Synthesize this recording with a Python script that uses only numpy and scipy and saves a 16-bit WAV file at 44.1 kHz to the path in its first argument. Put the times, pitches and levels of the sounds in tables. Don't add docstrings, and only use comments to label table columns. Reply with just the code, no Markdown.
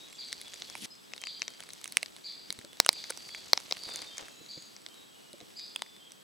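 import sys
import numpy as np
from scipy import signal
from scipy.fft import rfft, irfft
from scipy.io import wavfile
from scipy.ndimage import uniform_filter1d

SR = 44100
rng = np.random.default_rng(int(sys.argv[2]) if len(sys.argv) > 2 else 0)


def makeup_ratio(level_db):
    decades = np.asarray(level_db, float) / 20
    return 10 ** decades


def unload_audio(sound):
    columns = np.transpose(np.atleast_2d(sound))
    steps = np.round(np.clip(columns, -1, 1) * 32767)
    wavfile.write(sys.argv[1], SR, steps.astype(np.int16))


N = 274729


def evened(x):
    return x / np.sqrt(np.mean(x ** 2) + 1e-20)


def read(points, hz):
    f, value = np.transpose(points)
    return np.interp(np.log(hz + 1), np.log(f + 1), value)


def follow(rows):
    s, db = np.transpose(rows)
    return makeup_ratio(np.interp(np.arange(N) / SR, s, db, left=-140, right=-140))


def add(mix, s, sound):
    part = mix[..., round(s * SR):][..., :sound.shape[-1]]
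    part += sound[..., :part.shape[-1]]


def sides(pan_db):
    return makeup_ratio(np.array([[pan_db / 2], [-pan_db / 2]]))


def bandpass(order, low_hz, high_hz, x):
    return signal.sosfilt(signal.butter(order, [low_hz, high_hz], "bandpass", fs=SR, output="sos"), x)


def low_cut(x):
    return signal.sosfilt(signal.butter(2, 330, "highpass", fs=SR, output="sos"), x)


def coloured(x, colour, same):
    hz = np.fft.rfftfreq(N, 1 / SR)
    mid, side = rfft(x) * makeup_ratio(read(colour, hz))
    likeness = np.clip(read(same, hz), -1, 1)
    mid = mid * np.sqrt(1 + likeness)
    side = side * np.sqrt(1 - likeness)
    return evened(irfft(np.array([mid + side, mid - side]), N))


def modes(t, hz, t60, rise):
    decay = makeup_ratio(-60 * t / np.reshape(t60, (-1, 1)))
    ring = (np.sin(2 * np.pi * np.outer(hz, t)) * decay).sum(0)
    ring = ring * (1 - np.exp(-t / rise))
    return ring / np.linalg.norm(ring)


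def burst(noise, t, low_hz, high_hz, t60):
    snap = bandpass(3, low_hz, high_hz, noise * makeup_ratio(-60 * t / t60))
    return snap / np.linalg.norm(snap) * np.sqrt(len(noise))


def pellets():
    # (t/s, leaf ring level/dB, leaf ring f/Hz, low knock/dB, bright crack/dB)
    hard_left = [
        (0.3284, -32, 4640, -50, -28),
        (1.4801, -20.5, 5830, -41.5, -56),
        (2.5046, -22.5, 4020, -44, -30),
        (2.8629, -28, 4200, -36, -22),
        (3.7111, -20, 4800, -34, -50),
        (3.7238, -26, 5200, -42, -49),
        (4.0188, -32, 4450, -45, -35),
    ]
    hard_ahead = [
        (2.8011, -18, 5200, -32, -16),
        (2.8907, -16, 5210, -32, -18),
        (3.5328, -16, 5000, -32, -22.5),
        (3.5756, -17.5, 5260, -30, -41),
        (3.9594, -27, 6370, -64, -27.5),
        (4.1815, -26.5, 6600, -46, -34.5),
        (5.7612, -29, 5220, -44, -26),
        (5.8206, -32, 5190, -42, -28),
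    ]
    hard_right = [
        (0.7531, -37, 5010, -50, -35.5),
        (1.8424, -26.5, 6460, -63, -28.5),
        (1.8572, -30, 2680, -47, -38),
        (1.9703, -20, 3300, -45, -18),
        (2.0299, -28, 4900, -46, -26),
        (2.5261, -31, 6500, -48.5, -28),
        (3.1049, -30, 4800, -38, -22),
        (4.8638, -28.5, 3540, -50, -43.5),
    ]
    # (t/s, strength/dB, leaf ring f/Hz, left minus right/dB)
    on_thick = [(0.6211, -26, 3600, 0.5), (1.1362, -27, 2590, 6.5), (1.2383, -27, 2620, 7.5),
                (1.2707, -27, 2670, 6), (1.4196, -28, 4000, 6), (1.4284, -34.5, 2500, 10),
                (1.6258, -41.5, 2400, 8), (2.4853, -42, 3490, -3), (2.8483, -29.5, 5700, 3),
                (2.885, -33, 5200, 8), (3.0407, -26, 4530, 4), (3.1227, -38, 2200, -1),
                (3.3482, -30, 2270, 0), (3.991, -30.5, 4700, 1), (4.0239, -32, 3360, 5),
                (4.4625, -41, 3940, -1), (4.5777, -40.5, 4650, 5), (4.765, -36.5, 5600, 3),
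                (5.404, -36, 3800, 0), (5.412, -42, 3750, -7), (5.863, -45, 2020, 2),
                (6.1077, -43.5, 3620, -3)]
    on_thin = [(0.2862, -36.5, 6000, 2), (0.3215, -36, 4010, 7), (0.3352, -43, 3840, -5),
               (0.5362, -31, 3500, 1), (1.1789, -32.5, 3800, -2), (1.5376, -39, 4340, 2),
               (1.7049, -36.5, 4100, 2), (2.0606, -30.5, 4740, 4), (2.3223, -38, 5340, 1),
               (3.0965, -34, 3730, 2), (3.2888, -34.5, 4700, 0), (5.5956, -34.5, 5130, 1),
               (5.7932, -40, 3320, 5)]
    on_crisp = [(0.1292, -42.5, 2500, -6), (0.4144, -31, 3940, 0), (0.6, -43, 4400, 1),
                (1.2161, -36, 6160, -4), (1.734, -32.5, 6300, -1), (1.8776, -33, 6370, -3),
                (1.9229, -30, 4360, -2), (2.9297, -27.5, 4300, -3), (3.9005, -37.5, 6700, 1),
                (3.937, -37, 6660, 0), (3.946, -47, 6900, -2), (3.9713, -38, 4500, -12),
                (4.623, -43, 6800, 0), (4.818, -50, 4320, -1), (5.3312, -39.5, 4120, 0),
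                (6.1198, -38, 6000, -2)]
    on_loose = [(0.4811, -39.5, 3340, 5), (0.6995, -36, 5300, 7), (0.8579, -39.5, 4360, -1),
                (1.1637, -39.5, 4360, 4), (1.5036, -40.5, 4360, 5), (1.6046, -32.5, 3300, -1),
                (1.6364, -38, 4770, -2), (1.69, -36.5, 1790, -3), (1.814, -38, 4540, 0),
                (2.1646, -38, 3600, 0), (2.5895, -34.5, 3870, 0), (2.6485, -38, 4400, 3),
                (2.7311, -40.5, 3350, -4), (3.1744, -31.5, 5600, -4.5), (3.6019, -36.5, 5500, -5),
                (3.706, -43, 5500, -4), (3.7692, -35, 2740, -2), (3.8357, -35, 4500, -8),
                (3.889, -34.5, 1840, -4), (4.2835, -39.5, 1720, -4), (4.887, -46, 4200, 10),
                (4.943, -45, 4030, -6), (3.1015, -29, 5040, 2), (3.108, -35, 4570, 1),
                (0.1, -45.5, 6140, 2)]
    on_far = [(.085, -45, 6500, 0), (1.975, -42, 6800, -2), (1.981, -38, 4600, -2), (2.025, -40, 6500, -2),
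              (2.917, -46, 6800, 0), (3.738, -44, 6500, 0), (.541, -36, 6700, 0), (.953, -48, 5500, 0),
              (1.12, -47, 2000, 1), (1.221, -38, 2500, 0), (1.253, -43, 6600, 0), (1.396, -43, 6200, 0),
              (1.597, -44, 1700, 0), (2.185, -46, 1700, 0), (2.614, -44, 2000, 0), (2.771, -42, 4000, 1),
              (3.205, -46, 6000, 0), (3.292, -40, 2200, 0), (3.377, -44, 6500, 0), (3.752, -43, 2800, 0),
              (3.778, -43, 6000, 0), (3.855, -42, 6700, 1), (3.92, -42, 1700, 0), (4.045, -42, 2000, 0),
              (4.171, -37, 5800, 0), (4.211, -41, 3640, 0), (4.255, -45, 3640, 0), (5.383, -46, 3500, -1),
              (5.505, -49, 2700, 0), (5.665, -48, 6000, 0), (5.75, -44, 6700, 0), (5.965, -46, 3500, 0)]
    # (ring/dB, knock/dB, crack/dB)
    thick = (0, -20.5, -39)
    thin = (0, -33, -14)
    crisp = (-1, -27, 0)
    loose = (0, -12, -3)
    far = (0, -14, -6)

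    landings = []
    for rows, pan_db in [(hard_left, 3), (hard_ahead, .8), (hard_right, -4)]:
        landings += [tuple(row) + (pan_db,) for row in rows]
    kinds = [(on_thick, thick), (on_thin, thin), (on_crisp, crisp), (on_loose, loose), (on_far, far)]
    for rows, (ring_db, knock_db, crack_db) in kinds:
        for s, db, hz, pan_db in rows:
            landings.append((s, db + ring_db, hz, db + knock_db, db + crack_db, pan_db))
    return landings


def ticks():
    out, t = np.zeros((2, N)), np.arange(1800) / SR
    rows = pellets()
    grit = rng.standard_normal((len(rows), 3, len(t)))
    chance = rng.random((len(rows), 3))
    for (s, ring_db, hz, knock_db, crack_db, pan_db), u, (a, b, c) in zip(rows, chance, grit):
        slap = burst(a + .25 * np.array([b, -b]), t, min(.85 * hz, 3600), 7000, .0022)
        crack = burst(c + .26 * np.array([a, -a]), t, 7980, 10560, .0041)
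        spark = burst(b + .15 * np.array([c, -c]), t, 12300, 16200, .002)
        crunch = burst(b + .27 * np.array([c, -c]), t, 323, 1790, .0073)

        leaf = modes(t, [hz], .005, .00006) + makeup_ratio(-4) * slap
        leaf = leaf + makeup_ratio(-14.5) * modes(t, [2200], .0036, .00053)
        leaf = leaf + makeup_ratio(-9) * modes(t, [2200, 1400 + 3000 * u[2], 3900], .0082, .0018)

        knock = modes(t, [560 + 200 * u[0], 850 + 500 * u[1]], [.012, .01], .000095) + makeup_ratio(6) * crunch
        knock = knock + .36 * np.roll(knock, 9) * [[-1], [1]]

        tick = makeup_ratio(ring_db) * leaf + makeup_ratio(crack_db) * (crack + makeup_ratio(-15.5) * spark) + makeup_ratio(knock_db) * knock
        add(out, s - .0001, makeup_ratio(11.5) * tick * sides(pan_db))
    return low_cut(out)


def stiff_leaves():
    # (f/Hz, spectral height/dB, t60/s)
    struck = [((0.3282, .0003, 2), [(2000, 0, .006), (3850, -1, .004), (5500, 0, .004)]),
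              ((0.7531, .0003, -3), [(900, -2, .012), (2300, 0, .008)]), ((1.4196, .0002, 5),
              [(2540, 8, .006), (5800, 3, .003)]), ((1.9703, .0002, -2), [(2230, 15, .004),
              (3200, 13, .003), (5510, 9, .004), (9190, 12, .003)]), ((2.0295, .0009, -2), [(624, 0, .02),
              (2130, 7, .012), (2730, 6, .01), (4150, 3, .006)]), ((2.8011, .0001, 1), [(840, 14, .005),
              (2170, 15, .009), (2850, 0, .01), (4005, 20, .006), (5200, 14, .003), (7480, 11, .003),
              (10800, 8, .003)]), ((2.8627, .0003, 1), [(645, 2, .015), (1440, 7, .01), (2930, 9, .008),
              (6570, 4, .004), (9310, 7, .004)]), ((2.8907, .0002, 0), [(820, 13, .005), (2230, 18, .009),
              (2900, 2, .01), (4040, 22, .006), (5100, 15, .003), (8990, 8, .003)]), ((3.1045, .0008, -4),
              [(495, 4, .025), (1510, 4, .015), (6080, 2, .008)]), ((3.5328, .0002, 1.5), [(764, 13, .004),
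              (2185, 17, .009), (3280, 6, .01), (4166, 23, .006), (4900, 17, .004), (6220, 12, .005)]),
              ((3.7238, .0003, 2), [(785, 0, .005), (2620, 1, .008), (3200, -6, .01), (4015, 11, .005),
              (5300, 6, .004)]), ((5.7605, .001, 1), [(1020, -5, .012), (2580, 4, .012), (3305, 10, .01)]),
              ((5.8206, .0003, 0), [(936, 3, .012), (2090, 1, .01), (3080, 1, .012), (3770, 4, .008),
              (6535, -3, .006)])]
    damping = 1.35
    skew = .2
    out, t = np.zeros((2, N)), np.arange(1800) / SR
    for (s, rise, pan_db), table in struck:
        hz, db, t60 = np.transpose(table)[..., None]
        decay = damping * np.log(1000) / t60
        height = makeup_ratio(db + .2) * 2 * decay * (1 + decay * rise) / SR
        height = height * (-1) ** np.arange(len(hz))[:, None]
        ring = (height * np.exp(-decay * t) * np.sin(2 * np.pi * hz * t)).sum(0)
        ring = ring * (1 - np.exp(-t / rise))
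        add(out, s - .0001, (ring + skew * np.roll(ring, 7) * [[1], [-1]]) * sides(pan_db))
    return low_cut(out)


def jolts():
    # (t/s, low push level/dB, high spark level/dB)
    blows = [
        (1.9703, -52, -26),
        (2.8011, -14, 1.5),
        (2.8911, -39, -7.5),
        (3.5334, -10, -15),
        (3.7236, -56, -25),
        (4.224, -22, -62),
    ]
    out, t = np.zeros((2, N)), np.arange(400) / SR
    for s, push_db, spark_db in blows:
        push = t / .00034 * np.exp(-t / .00018) * np.array([[1], [.2]])
        spark = modes(t, [13500, 14800, 16000], .0013, .00005)
        add(out, s, makeup_ratio(push_db) * push + makeup_ratio(spark_db) * spark)
    return out


def bumps():
    # (t/s, peak level/dB, f/Hz)
    thuds = [
        (0.832, -47, 201),
        (2.5, -36.5, 253),
        (2.585, -36.5, 242),
        (2.643, -35.5, 325),
        (3.87, -40, 182),
        (4.41, -38.5, 298),
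        (4.572, -34, 313),
        (5.336, -35, 338),
        (5.408, -37.5, 475),
        (5.424, -37.5, 304),
    ]
    out, t = np.zeros((2, N)), np.arange(3000) / SR
    for (s, db, hz), u in zip(thuds, rng.random((len(thuds), 4))):
        pair = []
        for a, b in u.reshape(2, 2):
            pitches = hz * np.array([.45 + .38 * a, 1, 1.414 + .37 * b])
            pair.append(modes(t, pitches, .031, .0098))
        add(out, s, makeup_ratio(db + 12.5) * np.array(pair) * sides(-1.5))
    return out


def crackle(per_s, spread_db):
    out = np.zeros((2, N))
    smear = np.exp(-np.arange(150) / 22)
    for low_hz, high_hz in [(60, 2500), (1500, 6500), (4000, 10000), (7000, 17000)]:
        size = makeup_ratio(spread_db * np.minimum(rng.exponential(1, N), 5))
        snaps = size * (rng.random(N) < per_s / SR)
        grit = signal.oaconvolve(snaps, smear)[:N] * rng.standard_normal((2, N))
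        out += bandpass(2, low_hz, high_hz, grit)
    return out


def rustle():
    # (t/s, level/dB)
    settling = [(0.0, -66), (0.69, -60), (0.85, -66), (0.87, -78), (1.18, -69.5), (1.86, -64.5),
                (2.41, -71), (2.62, -66), (2.68, -76), (2.78, -66), (2.97, -59.5), (3.16, -62), (3.88, -59),
                (4.27, -67), (5.1, -76.5), (5.64, -70), (6.23, -82)]
    # (t/s, level/dB)
    shuffling = [
        (3.76, -75),
        (3.9, -50.5),
        (4.05, -52),
        (4.12, -62),
        (4.2, -44.5),
        (4.24, -52.5),
        (4.32, -61),
    ]
    # (t/s, level/dB)
    dragging = [
        (.76, -49),
        (.8, -51),
        (.84, -41.5),
        (.856, -41),
        (.86, -75),
    ]
    # (f/Hz, level/dB per Hz)
    litter_colour = [(150, -2), (600, -2), (1500, -8), (4000, -0.5), (7500, -9), (10000, -15),
                     (12500, -16.5), (16000, -29)]
    shuffle_colour = [(150, -13), (500, -3.5), (1500, -11), (4000, -13.5), (7000, -18), (11000, -35)]
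    scrape_colour = [(59, -27), (100, -17), (193, 1.5), (1030, -22.5), (1170, -21), (3320, -6.5),
                     (8640, -16.5), (9820, -10.5), (14400, -27), (16000, -36)]
    same = [(200, 0), (1000, 0), (8000, .97)]  # (f/Hz, left-right likeness)

    litter = coloured(crackle(450, .75), litter_colour, same) * follow(settling) * makeup_ratio(8.5)
    shuffle = coloured(crackle(500, 1.8), shuffle_colour, same) * follow(shuffling)
    scrape = coloured(crackle(1500, .63), scrape_colour, same) * follow(dragging)
    return litter + shuffle + scrape


def chip_calls(waver):
    # (t/s, level/dB, top pitch f/Hz, fade away from the top/dB)
    calls = [(0.179, -43.5, 4820, -8), (.52, -56.5, 5010, -8), (.61, -56, 4550, -8),
             (1.248, -43.5, 4900, -5), (2.238, -42.5, 4880, -8), (2.9, -52.5, 4900, -8),
             (2.942, -45.5, 4880, -5), (3.3, -50, 4900, -4), (3.819, -46, 4940, -7),
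             (3.903, -46.5, 4950, -7), (4.484, -46, 4880, -9), (5.558, -43, 5070, -11)]
    length_s, skew, foot, sag, waver_hz = .042, .581, .71, .0495, 35
    perches = np.zeros((3, N))
    t = np.arange(0, length_s, 1 / SR)
    arch = np.sin(np.pi * (t / length_s) ** skew)
    for k, (s, db, hz, fade_db) in enumerate(calls):
        shake = waver_hz * waver[round(s * SR):][:len(t)]
        pitch = hz * (foot + (1 - foot) * arch - sag * t / length_s) + shake
        turn = 2 * np.pi * np.cumsum(pitch) / SR
        voice = np.sin(turn) + makeup_ratio(-24) * np.sin(turn / 2) + makeup_ratio(-19) * np.sin(1.5 * turn)
        loudness = makeup_ratio(db + fade_db * (1 - arch)) * signal.windows.tukey(len(t), .06)
        add(perches[k % 3], s, loudness * voice)
    return perches


def whistled_notes(waver, flutter):
    # (t/s, length/s, f/Hz, level/dB)
    clear = [(0.01, 0.1, 3400, -57.5), (.13, 0.06, 3400, -52.5), (.398, 0.124, 3400, -52),
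             (.672, 0.081, 3390, -50), (.902, 0.037, 5050, -48.5), (1.196, 0.052, 3174, -51.5),
             (1.33, 0.24, 3170, -59.5), (1.045, .03, 3350, -58), (2.66, 0.1, 3420, -61),
             (3.29, 0.087, 3375, -50.5), (3.884, 0.097, 3600, -45), (4.059, 0.093, 3645, -48.5),
             (4.098, 0.074, 3210, -50), (4.244, 0.073, 2644, -60), (4.885, 0.047, 3110, -57.5),
             (5.056, 0.063, 3310, -58), (5.14, 0.075, 2930, -62), (5.236, 0.09, 2900, -61),
             (5.685, 0.18, 3460, -60), (5.83, 0.17, 3510, -60)]
    # (t/s, length/s, f/Hz, level/dB)
    husky = [(0, 0.063, 3830, -50), (.1, 0.067, 7580, -57.5), (.24, 0.065, 7970, -57),
             (1.09, .08, 3700, -59), (.88, .05, 4150, -60), (.97, .04, 3600, -61), (3.167, .13, 4660, -48),
             (3.755, 0.12, 4600, -47), (4.219, 0.45, 6780, -62), (4.299, 0.28, 3980, -59),
             (4.497, .2, 6570, -57.5), (4.935, 0.12, 3850, -57.5), (5.99, 0.093, 3250, -56.5)]
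    out = np.zeros(N)
    for notes, glide_hz_per_s, waver_hz in [(clear, -300, 32.4), (husky, 654, 110)]:
        for s, length, middle_hz, db in notes:
            n = round(length * SR)
            glide = glide_hz_per_s * length * np.linspace(-.5, .5, n)
            hz = middle_hz + glide + waver_hz * waver[round(s * SR):][:n]
            tone = np.sin(2 * np.pi * np.cumsum(hz) / SR)
            add(out, s, makeup_ratio(db + 1) * tone * signal.windows.tukey(n, .25))
    return out * makeup_ratio(2 * flutter[:N] - .4)


def wood(x, start, shorten):
    # (f/Hz, t60/s)
    ring_time = [(2500, 1.4), (3500, 0.76), (5000, 0.98), (8000, 0.25)]
    taps = np.zeros((2, SR))
    slots = np.arange(start, SR - 20, 20)
    at = slots + rng.integers(0, 20, (2, len(slots)))
    np.put_along_axis(taps, at, rng.choice([-1., 1.], at.shape), 1)

    hz, t, z = signal.stft(taps, SR, nperseg=256)
    decay = makeup_ratio(-60 * t / (shorten * read(ring_time, hz)[:, None]))
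    shared, apart = signal.istft(z * decay, SR, nperseg=256)[1]
    tail = shared + .22 * np.array([apart, -apart])
    tail = tail / np.linalg.norm(tail[0])

    cut = round(.86 * SR)
    wet = [signal.fftconvolve(part[None], tail, axes=1)[:, :len(part)] for part in (x[:cut], x[cut:])]
    return np.hstack(wet)


def birds():
    waver = evened(uniform_filter1d(rng.standard_normal(N + SR), 250))
    flutter = evened(uniform_filter1d(rng.standard_normal(N + SR), 500))
    chips = chip_calls(waver)
    whistles = whistled_notes(waver, flutter)
    far = makeup_ratio(-7) * chips.sum(0) * sides(1.5)
    far += makeup_ratio(6.5) * sum(wood(perch, start=20, shorten=.88) for perch in chips)
    far += makeup_ratio(-3.5) * whistles + makeup_ratio(-6) * wood(whistles, start=40, shorten=.78)
    return far


def air():
    # (f/Hz, level/dB per Hz)
    hush_colour = [(15, -39), (40, -39), (100, -3.5), (200, 5.5), (330, 5), (690, 0.5), (2200, -7.5),
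                   (3300, -4), (7300, -13.5), (11000, -15.5), (14800, -20), (15800, -22), (16150, -40)]
    # (f/Hz, left-right likeness)
    hush_same = [(60, -0.43), (250, -0.61), (700, -0.76), (2000, -0.14), (6000, 0.9), (14000, 1)]
    swell_db = .6 * evened(uniform_filter1d(rng.standard_normal(N), 6000))
    return makeup_ratio(-56 + swell_db) * coloured(rng.standard_normal((2, N)), hush_colour, hush_same)


def whine():
    return np.sqrt(2) * makeup_ratio(-69) * np.sin(2 * np.pi * 7800 * np.arange(N) / SR)


def scene():
    near = ticks() + stiff_leaves()
    scatter = makeup_ratio(-34.5) * wood(near.mean(0), start=200, shorten=.1)
    return near + scatter + jolts() + bumps() + rustle() + birds() + air() + whine()


def top_cut(x):
    return signal.sosfilt(signal.butter(12, 17140, fs=SR, output="sos"), x)


def record(dry):
    lowpass = signal.firwin(601, 16850, window=("kaiser", 9), fs=SR)
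    limited = signal.oaconvolve(np.clip(dry, -1, 1), lowpass[None], "same")
    return top_cut(limited)


dry = scene()
out = record(dry)
unload_audio(out)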